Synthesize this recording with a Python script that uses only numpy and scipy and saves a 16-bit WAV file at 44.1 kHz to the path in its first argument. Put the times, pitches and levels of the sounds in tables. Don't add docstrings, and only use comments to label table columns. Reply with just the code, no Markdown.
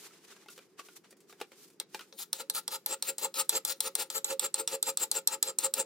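import sys
import numpy as np
from scipy import signal
from scipy.fft import rfft, irfft, next_fast_len
from scipy.io import wavfile
from scipy.ndimage import map_coordinates

SR = 44100
rng = np.random.default_rng(int(sys.argv[2]) if len(sys.argv) > 2 else 0)


def ratio_of_db(decibels):
    return 10 ** (np.asarray(decibels, float) / 20)


def transcribe(signal):
    frames = np.atleast_2d(signal).T
    limited = np.clip(frames, -1, 1)
    pcm = np.round(limited * 32767).astype(np.int16)
    wavfile.write(sys.argv[1], SR, pcm)


N = 257984


def evened(x):
    return x / np.sqrt(np.mean(x ** 2) + 1e-20)


def read(points, hz):
    f, value = np.transpose(points)
    return np.interp(np.log(hz + 1), np.log(f + 1), value)


def add(mix, s, sound):
    part = mix[round(s * SR):][:len(sound)]
    part += sound[:len(part)]


def shaped(x, gain):
    size = next_fast_len(N)
    return irfft(rfft(x, size) * gain(np.fft.rfftfreq(size, 1 / SR)), size)[..., :N]


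def ring(x, hz, width):
    pole = np.exp((2j * np.pi * hz - np.pi * width) / SR)
    return 2 * signal.lfilter([1 - abs(pole)], [1, -pole], x).real


def drift(per_s):
    knots = rng.standard_normal(2000)
    return np.interp(np.arange(N) / SR * per_s, np.arange(len(knots)), knots)


def grit(per_s, spread_db, smooth):
    size = ratio_of_db(spread_db * np.minimum(rng.exponential(1, N), 3))
    size = size * rng.choice([-1., 1.], N)
    clicks = evened(size * (rng.random(N) < per_s / SR))
    return evened(clicks + smooth * rng.standard_normal(N))


PART_HZ = [700, 3000, 6800, 9000]
# (frequency [Hz], level [dB per Hz])
RASP = [(410, -48), (700, -25), (865, -19), (1060, -16.5), (2920, -8.5), (4280, -1.5), (6120, -13),
        (7560, 15), (14800, -14), (16300, -7)]
# (frequency [Hz], width [Hz], level [dB])
BLADE_MODES = [(865, 90, -8), (1280, 70, -3), (1399, 60, -8), (2046, 60, -12), (2660, 71, -10.5),
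               (3160, 43, -34.5), (3554, 30, -15), (3887, 110, -6.5), (4190, 58, -5.5), (5105, 200, -8.5),
               (5540, 60, -10.5), (5690, 150, -6.5)]
# (frequency [Hz], width [Hz], level [dB])
FILE_MODES = [(6120, 80, -13), (6320, 81, -7.5), (7484, 210, -3.5), (7680, 330, -5.5), (7960, 100, -25),
              (8335, 180, -6.5), (9300, 103, -6.5), (9840, 180, -30), (11780, 500, -16), (11450, 92, -21),
              (12750, 840, -15.5), (13350, 78, -9.5), (14700, 1200, -15.5)]


def rasping():
    pressure, clumps = pressures(), ratio_of_db(1.9 * drift(110))
    edges, out = [0, *PART_HZ, SR], head(pressure[0])
    wide_shares = [0, 0.56, 0.9, 0.65, 0.29]
    for k, share in enumerate(wide_shares):
        teeth = grit(per_s=3400, spread_db=1.5, smooth=0.49) * clumps * ratio_of_db(0.88 * drift(60))
        wide = shaped(teeth, lambda hz: ratio_of_db(read(RASP, hz)) * (hz > edges[k]) * (hz < edges[k + 1]))
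        out += share * evened(wide) * pressure[k]
        modes = [m for m in BLADE_MODES + FILE_MODES if edges[k] < m[0] < edges[k + 1]]
        wanders = [4 * drift(35) for m in modes]
        signs = (-1.) ** np.arange(len(modes))

        def rung(x):
            total = 0
            for (hz, width, db), wander, sign in zip(modes, wanders, signs):
                total = total + sign * ratio_of_db(db) * ring(x * ratio_of_db(wander[:len(x)]), hz, width)
            return total

        if modes:
            ringing = rung(teeth * pressure[k]) / rung(teeth[:SR]).std()
            out += np.sqrt(1 - min(share, 1) ** 2) * ringing
    return out


# (push begins [s], length [s], bite [dB], edge squeal [dB], weight on the head [dB])
STROKES = [(2.172, 0.061, -43, -74, -27), (2.379, 0.035, -43.5, -59, 0), (2.532, .057, -38.5, -72, -16),
           (2.699, 0.061, -41.5, -62, -8.5), (2.87, 0.072, -42.5, -35.5, 1),
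           (3.066, 0.039, -40, -37.5, -0.5), (3.205, 0.055, -40, -34, -0.5),
           (3.346, 0.07, -36, -28.5, -5.5), (3.509, 0.067, -39, -41.5, 0), (3.659, 0.064, -38, -45, -9.5),
           (3.83, 0.05, -41, -51, -1.5), (3.961, 0.069, -39.5, -37, -5), (4.134, 0.046, -40, -31.5, -0.5),
           (4.289, .043, -44.5, -38.5, 5), (4.407, 0.056, -41.5, -34.5, 0), (4.574, 0.039, -41.5, -33.5, 5),
           (4.71, 0.045, -42, -33.5, 5.5), (4.857, 0.046, -41.5, -31.5, 2),
           (4.992, 0.048, -38.5, -27, -3.5), (5.138, 0.049, -42, -30.5, 2.5),
           (5.306, 0.044, -42.5, -33, 2.5), (5.455, 0.046, -44.5, -37, 4), (5.617, 0.048, -41.5, -25.5, 3),
           (5.755, 0.06, -41.5, -28.5, 6)]


def pressures():
    t, level = np.arange(N) / SR, np.full((5, N), -120.)
    for (down, *_), (s, length, bite, squeal, weight) in zip(LANDINGS[-len(STROKES):], STROKES):
        now, end = t > down, s + length
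        knots = [s, s + 0.31 * length, s + 0.78 * length, end, end + 0.019, end + 0.079]
        drag = -49 + 0.92 * min(squeal + 54, 0)
        db = np.interp(t[now], knots, [drag, bite - 3, bite + 1, bite - 1.5, bite - 27.5, bite - 41])
        push = np.interp(t[now], knots, [0.35, 1.13, 1.07, 0.74, 2.06, 0.32])
        slack = 1 - push
        squeal_s, squeal_width_s = end - 0.014, 0.012
        burst = ratio_of_db(squeal) * np.exp(-0.5 * ((t[now] - squeal_s) / squeal_width_s) ** 2)
        shrill = 20 * np.log10(ratio_of_db(db - 1.5) + burst)
        blade = db - 2.13 + 0.28 * weight - 3.9 * slack
        tip = db + 5.5 - 0.025 * weight - 0.7 * slack
        level[:, now] = [db + weight - 16 * slack, blade, db, shrill, tip]
    return ratio_of_db(level)


# (frequency [Hz], width [Hz], level [dB])
HEAD_MODES = [(451, 26, -9), (536, 28, 0)]


def head(pressure):
    t = np.arange(N) / SR
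    vice = ring(ring(rng.standard_normal(N), 383, 340), 383, 340)
    out = 0.3 * pressure * evened(vice)
    for hz, width, db in HEAD_MODES:
        chatter = np.cos(2 * np.pi * hz * t + 1.4 * drift(50)) * ratio_of_db(db + 3.5 * drift(30))
        out += ring(ring(1.6 * chatter * pressure, hz, 1.3 * width), hz, 150)
    return out


# (time [s], strength [dB], edge squeal against it [dB], tip sparkle against it [dB])
LANDINGS = [(1.8003, -30.5, -4.5, 6), (1.946, -44.5, -21, 3), (2.1261, -45.5, -25, -12),
            (2.3302, -25.5, -13, 8), (2.4991, -27, -1, 7), (2.6795, -29.5, -0.5, 6.5),
            (2.862, -30.5, -5, 14), (3.0247, -29, 3, 5.5), (3.1827, -43, 15.5, 14), (3.3414, -38, 3, 1),
            (3.4938, -24.5, 6.5, 11), (3.6503, -28, 1, 11.5), (3.8055, -29, 4, 14), (3.9532, -32, 6, 17),
            (4.102, -35.5, 8, 6.5), (4.2453, -32.5, 14, -1), (4.3956, -30, 9.5, 7), (4.5426, -30, 11.5, 5),
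            (4.6763, -29, 4.5, 4.5), (4.8277, -29, 9, 11), (4.973, -29.5, 9, 11), (5.115, -26, 8, 8.5),
            (5.2743, -23, 6.5, 9), (5.4277, -25.5, 7, 11), (5.5872, -32.5, 17, 11.5),
            (5.7392, -28.5, 5.5, 8.5)]


def landings():
    out, t = np.zeros(N), np.arange(2000)[:, None] / SR
    loose = [(f, 0.063 * f, -17) for f in np.geomspace(750, 16500, num=30)]
    hz, width, db = np.transpose(HEAD_MODES + BLADE_MODES + FILE_MODES + loose)
    part = np.searchsorted(PART_HZ, hz)
    slap_db = 8 * np.exp(-((hz - 4600) / 900) ** 2) + 5 * np.exp(-((hz - 870) / 100) ** 2)
    crack = np.exp(-np.pi * (width + 0.035 * hz) * t)
    long_ring = np.exp(-np.pi * (0.22 * width + 0.007 * hz) * t)
    fade = crack + 0.33 * long_ring
    rise = 1 - np.exp(-t * np.minimum(600 * (hz / 1000) ** 2, 5000))
    luck = rng.standard_normal((len(LANDINGS), 3, len(hz)))
    for (s, strength_db, squeal_db, sparkle_db), (colour, turn, bend) in zip(LANDINGS, luck):
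        tones = np.sin(2 * np.pi * hz * (1 + 0.0044 * bend) * t + 1.67 * turn)
        waves = ratio_of_db(0.57 * db + slap_db + 2.35 * colour) * fade * rise * tones
        parts = waves @ (part[:, None] == np.arange(5))
        thud_db, blade_db = -54.5, -43 + 0.5 * (strength_db + 29.5)
        level_db = np.array([thud_db, blade_db, strength_db, strength_db + squeal_db, strength_db + sparkle_db])
        level_db = level_db + [5.2, 5.3, 9.14, 7.0, 6.1]
        clap = parts / abs(parts).max(0) @ ratio_of_db(level_db)
        add(out, s - 0.0003, clap)
        add(out, s - 0.0018, 0.0059 * clap)
        add(out, s + 0.0015, 0.27 * clap)
    return out


# (frequency [Hz], phase [rad])
LEAD = [(500, 0.7), (1200, -0.28), (2000, 0.3), (2760, -1.3), (3100, -0.44), (3790, -1.5), (4910, -0.9),
        (6200, 0), (6980, 1.1), (9730, -2), (11900, 4), (12500, 0), (13500, 3.5), (16600, 5.5)]
# (frequency [Hz], level [dB])
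LEAN = [(60, 2), (180, -3), (550, -1), (1650, -1), (4970, 0.5), (15000, 5.5)]


def ports(x):
    apart = lambda hz: np.minimum(hz / 1100, 1) ** 2
    lean = lambda hz: ratio_of_db(-read(LEAN, hz) * apart(hz))
    lag = lambda hz: np.exp(-1j * read(LEAD, hz) * apart(hz))
    right = shaped(x, lambda hz: lean(hz) * lag(hz))
    path = np.arange(N) + 0.5 * drift(6.4)
    right = map_coordinates(right, [path], order=3) * ratio_of_db(1.4 * drift(18))
    upper, quarter = shaped(right, apart), shaped(right, lambda hz: 1j * apart(hz))
    sway = 1.19 * drift(12)
    right = right + upper * (np.cos(sway) - 1) + quarter * np.sin(sway)
    return np.array([x, right]) * ratio_of_db(-0.58)


# (time
# [s], peak [dB], pitch [Hz], treble [dB])
KNOCKS = [(0.108, -49, 1320, -68), (0.302, -53, 956, -64), (0.323, -48, 1020, -75), (0.365, -48, 1600, -71),
          (0.46, -48, 821, -72), (0.485, -38, 1420, -66), (0.503, -53, 487, -40.5), (0.578, -40, 480, -63),
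          (0.589, -40.5, 527, -71), (0.794, -33, 1128, -49), (0.886, -42, 1400, -63),
          (1.044, -48, 780, -73), (1.107, -60, 523, -42), (1.127, -47.5, 524, -67), (1.168, -72, 552, -53),
          (1.204, -74, 513, -45.5), (1.297, -51, 1200, -51), (1.326, -42, 820, -68), (1.402, -39, 845, -44),
          (1.413, -27.5, 820, -53), (1.414, -33.5, 485, -70), (1.432, -55, 435, -52),
          (1.518, -43.5, 523, -61), (1.701, -57, 490, -50), (1.946, -26.5, 863, -64),
          (1.813, -41, 534, -70), (1.993, -34, 1450, -56), (2.009, -35, 1300, -54), (2.024, -60, 1280, -71)]


def knocks():
    out, t, t60 = np.zeros(N), np.arange(5000) / SR, 0.069
    width = 1.85 / t60 * 1.86
    uppers = 2450 * np.exp(0.18 * rng.standard_normal(len(KNOCKS)))
    for (s, db, low_hz, treble_db), high_hz in zip(KNOCKS, uppers):
        a, b = rng.standard_normal((2, len(t)))
        rattle = a * ratio_of_db(-60 * t / 0.029)
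        body = ring(rattle, low_hz, width) + 0.53 * ring(rattle, high_hz, 2 * width)
        body += 0.2 * ring(rattle, 1120, 1600)
        body += 0.3 * ring(rattle, 423, 73)
        tick = ring(b * ratio_of_db(-60 * t / t60), 7200, 5300)
        knock = ratio_of_db(db) * body / abs(body).max()
        add(out, s, knock + ratio_of_db(treble_db - 4.5) * tick / abs(tick).max())
    return out


SLEEVES_S = 2.3
# (frequency [Hz], level [dB per Hz])
CLOTH = [(240, -33), (400, -1.5), (590, -13.5), (831, -11), (1270, -9), (3030, -9.5), (15000, -8.5),
         (16500, -41)]


def shuffling():
    (level, bright), t, pair = movements(), np.arange(N) / SR, []
    for side in range(2):
        rub = shaped(grit(per_s=3000, spread_db=3.0, smooth=6.5), lambda hz: ratio_of_db(read(CLOTH, hz)))
        low = shaped(rub, lambda hz: 1 / (1 + (hz / 3000) ** 6))
        high = shaped(rub, lambda hz: 1 / (1 + (9000 / (hz + 1)) ** 8))
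        dull = evened(low) * ratio_of_db(-2.5 - 1.07 * bright)
        crisp = evened(high) * ratio_of_db(-7 + 0.75 * bright)
        pair.append(evened(rub - low - high) + dull + crisp)
    return diffuse(*pair) * level * ratio_of_db(3.57 * drift(60) + 2.2 * drift(19) * (t > SLEEVES_S))


# (time of its top [s],
# level [dB], swell [s], fade [s], brightness [dB])
SHUFFLE = [(0.013, -53, 0.11, 0.11, 4.5), (.07, -52.5, 0.16, 0.057, 1), (.14, -60.5, 0.078, 0.17, -1),
           (.4, -66, 0.15, 0.57, -1), (.25, -66, 0.19, 0.56, 0.5), (0.306, -55.5, 0.035, 0.14, -1.5),
           (0.501, -59, .02, 0.23, 9), (.63, -71.5, 0.53, 0.081, -8), (.798, -47, 0.029, .035, -3),
           (.86, -61, 0.13, 0.22, 4.5), (0.971, -60, 0.17, 0.069, 5.5), (1.04, -71, 0.0076, 0.22, -7),
           (1.12, -70, .1, 0.039, 10), (1.17, -72.5, .01, 0.25, 4), (1.304, -62.5, 0.042, 0.14, 3),
           (1.424, -53, .05, 0.032, -2), (1.52, -61, 0.015, 0.12, -6), (1.648, -59.5, 0.33, 0.15, 6),
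           (1.82, -64.5, .03, 0.03, 18), (1.95, -53, .07, 0.18, 5), (2.005, -60, .15, 0.1, -8)]


def movements():
    s, db, swell, fade, bright = np.transpose(SHUFFLE)
    t = np.arange(0, N / SR, 0.001)
    late = t[:, None] - s
    fall_db = 26.5 * np.where(late < 0, -late / swell, late / fade)
    gains = ratio_of_db(db - fall_db) ** 2
    power = gains.sum(1) + ratio_of_db(np.where(t > SLEEVES_S, -79, -95)) ** 2
    return [np.interp(np.arange(N) / SR, t, v) for v in (np.sqrt(power), gains @ bright / power)]


# (frequency [Hz], level [dB per Hz])
HUM = [(18, -73), (30, -37), (54, -33), (80, -20.5), (176, 3.5), (261, 0.5), (388, 8.5), (593, -11.5),
       (2530, -19), (4410, -29), (4770, -18), (9480, -39), (15200, -43), (16500, -43)]


def hum():
    a, b = shaped(rng.standard_normal((2, N)), lambda hz: ratio_of_db(read(HUM, hz)))
    return ratio_of_db(-67.5 + 2.0 + 0.13 * drift(6.2)) * evened(diffuse(a, b))


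# (frequency [Hz], likeness [-1 to 1])
SAME = [(60, 1), (180, 0.86), (550, 0.9), (1650, 0.64), (4970, 0.13), (15000, -0.2)]


def diffuse(a, b):
    same = lambda hz: np.clip(read(SAME, hz), -1, 1)
    return np.array([a, shaped(a, same) + shaped(b, lambda hz: np.sqrt(1 - same(hz) ** 2))])


# (frequency [Hz], time to fall 60 dB [s])
SHOP = [(300, 0.052), (1500, 0.22), (6000, 0.18), (15000, 0.026)]


def workshop(x, size_factor):
    taps = rng.choice([-1., 0, 0, 0, 0, 0, 0, 0, 0, 1.], (2, N))
    taps[:, :40] = 0
    hz, t, z = signal.stft(diffuse(*taps)[:, :SR // 2], SR, nperseg=64)
    decay = ratio_of_db(-60 * t / (size_factor * read(SHOP, hz)[:, None]))
    tail = signal.istft(z * decay, SR, nperseg=64)[1]
    return signal.fftconvolve(x[None], tail / np.linalg.norm(tail[0]), axes=1)[:, :N]


def scene():
    edge_hz = 15950
    claps, bumps = landings(), shaped(knocks(), lambda hz: hz > 180)
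    tool = shaped(claps, lambda hz: 1 / (1 + (hz / 16300) ** 24)) + shaped(rasping(), lambda hz: hz < edge_hz)
    tool = shaped(tool, lambda hz: 1 / (1 + (130 / (hz + 1)) ** 4))
    room = workshop(ratio_of_db(-15.5) * tool + ratio_of_db(-10.5) * bumps, 0.65)
    room += workshop(ratio_of_db(-13) * tool, 0.1)
    soft = room + shuffling() + hum() + bumps * ratio_of_db([[0.4], [-0.4]])
    return ports(tool) + shaped(soft, lambda hz: hz < edge_hz)


def roll_off(x):
    return signal.sosfilt(signal.butter(12, 17080, fs=SR, output="sos"), x)


def record(dry):
    thin = signal.sosfilt(signal.butter(2, 70, "high", fs=SR, output="sos"), dry)
    return roll_off(thin)


dry = scene()
out = record(dry)
transcribe(out)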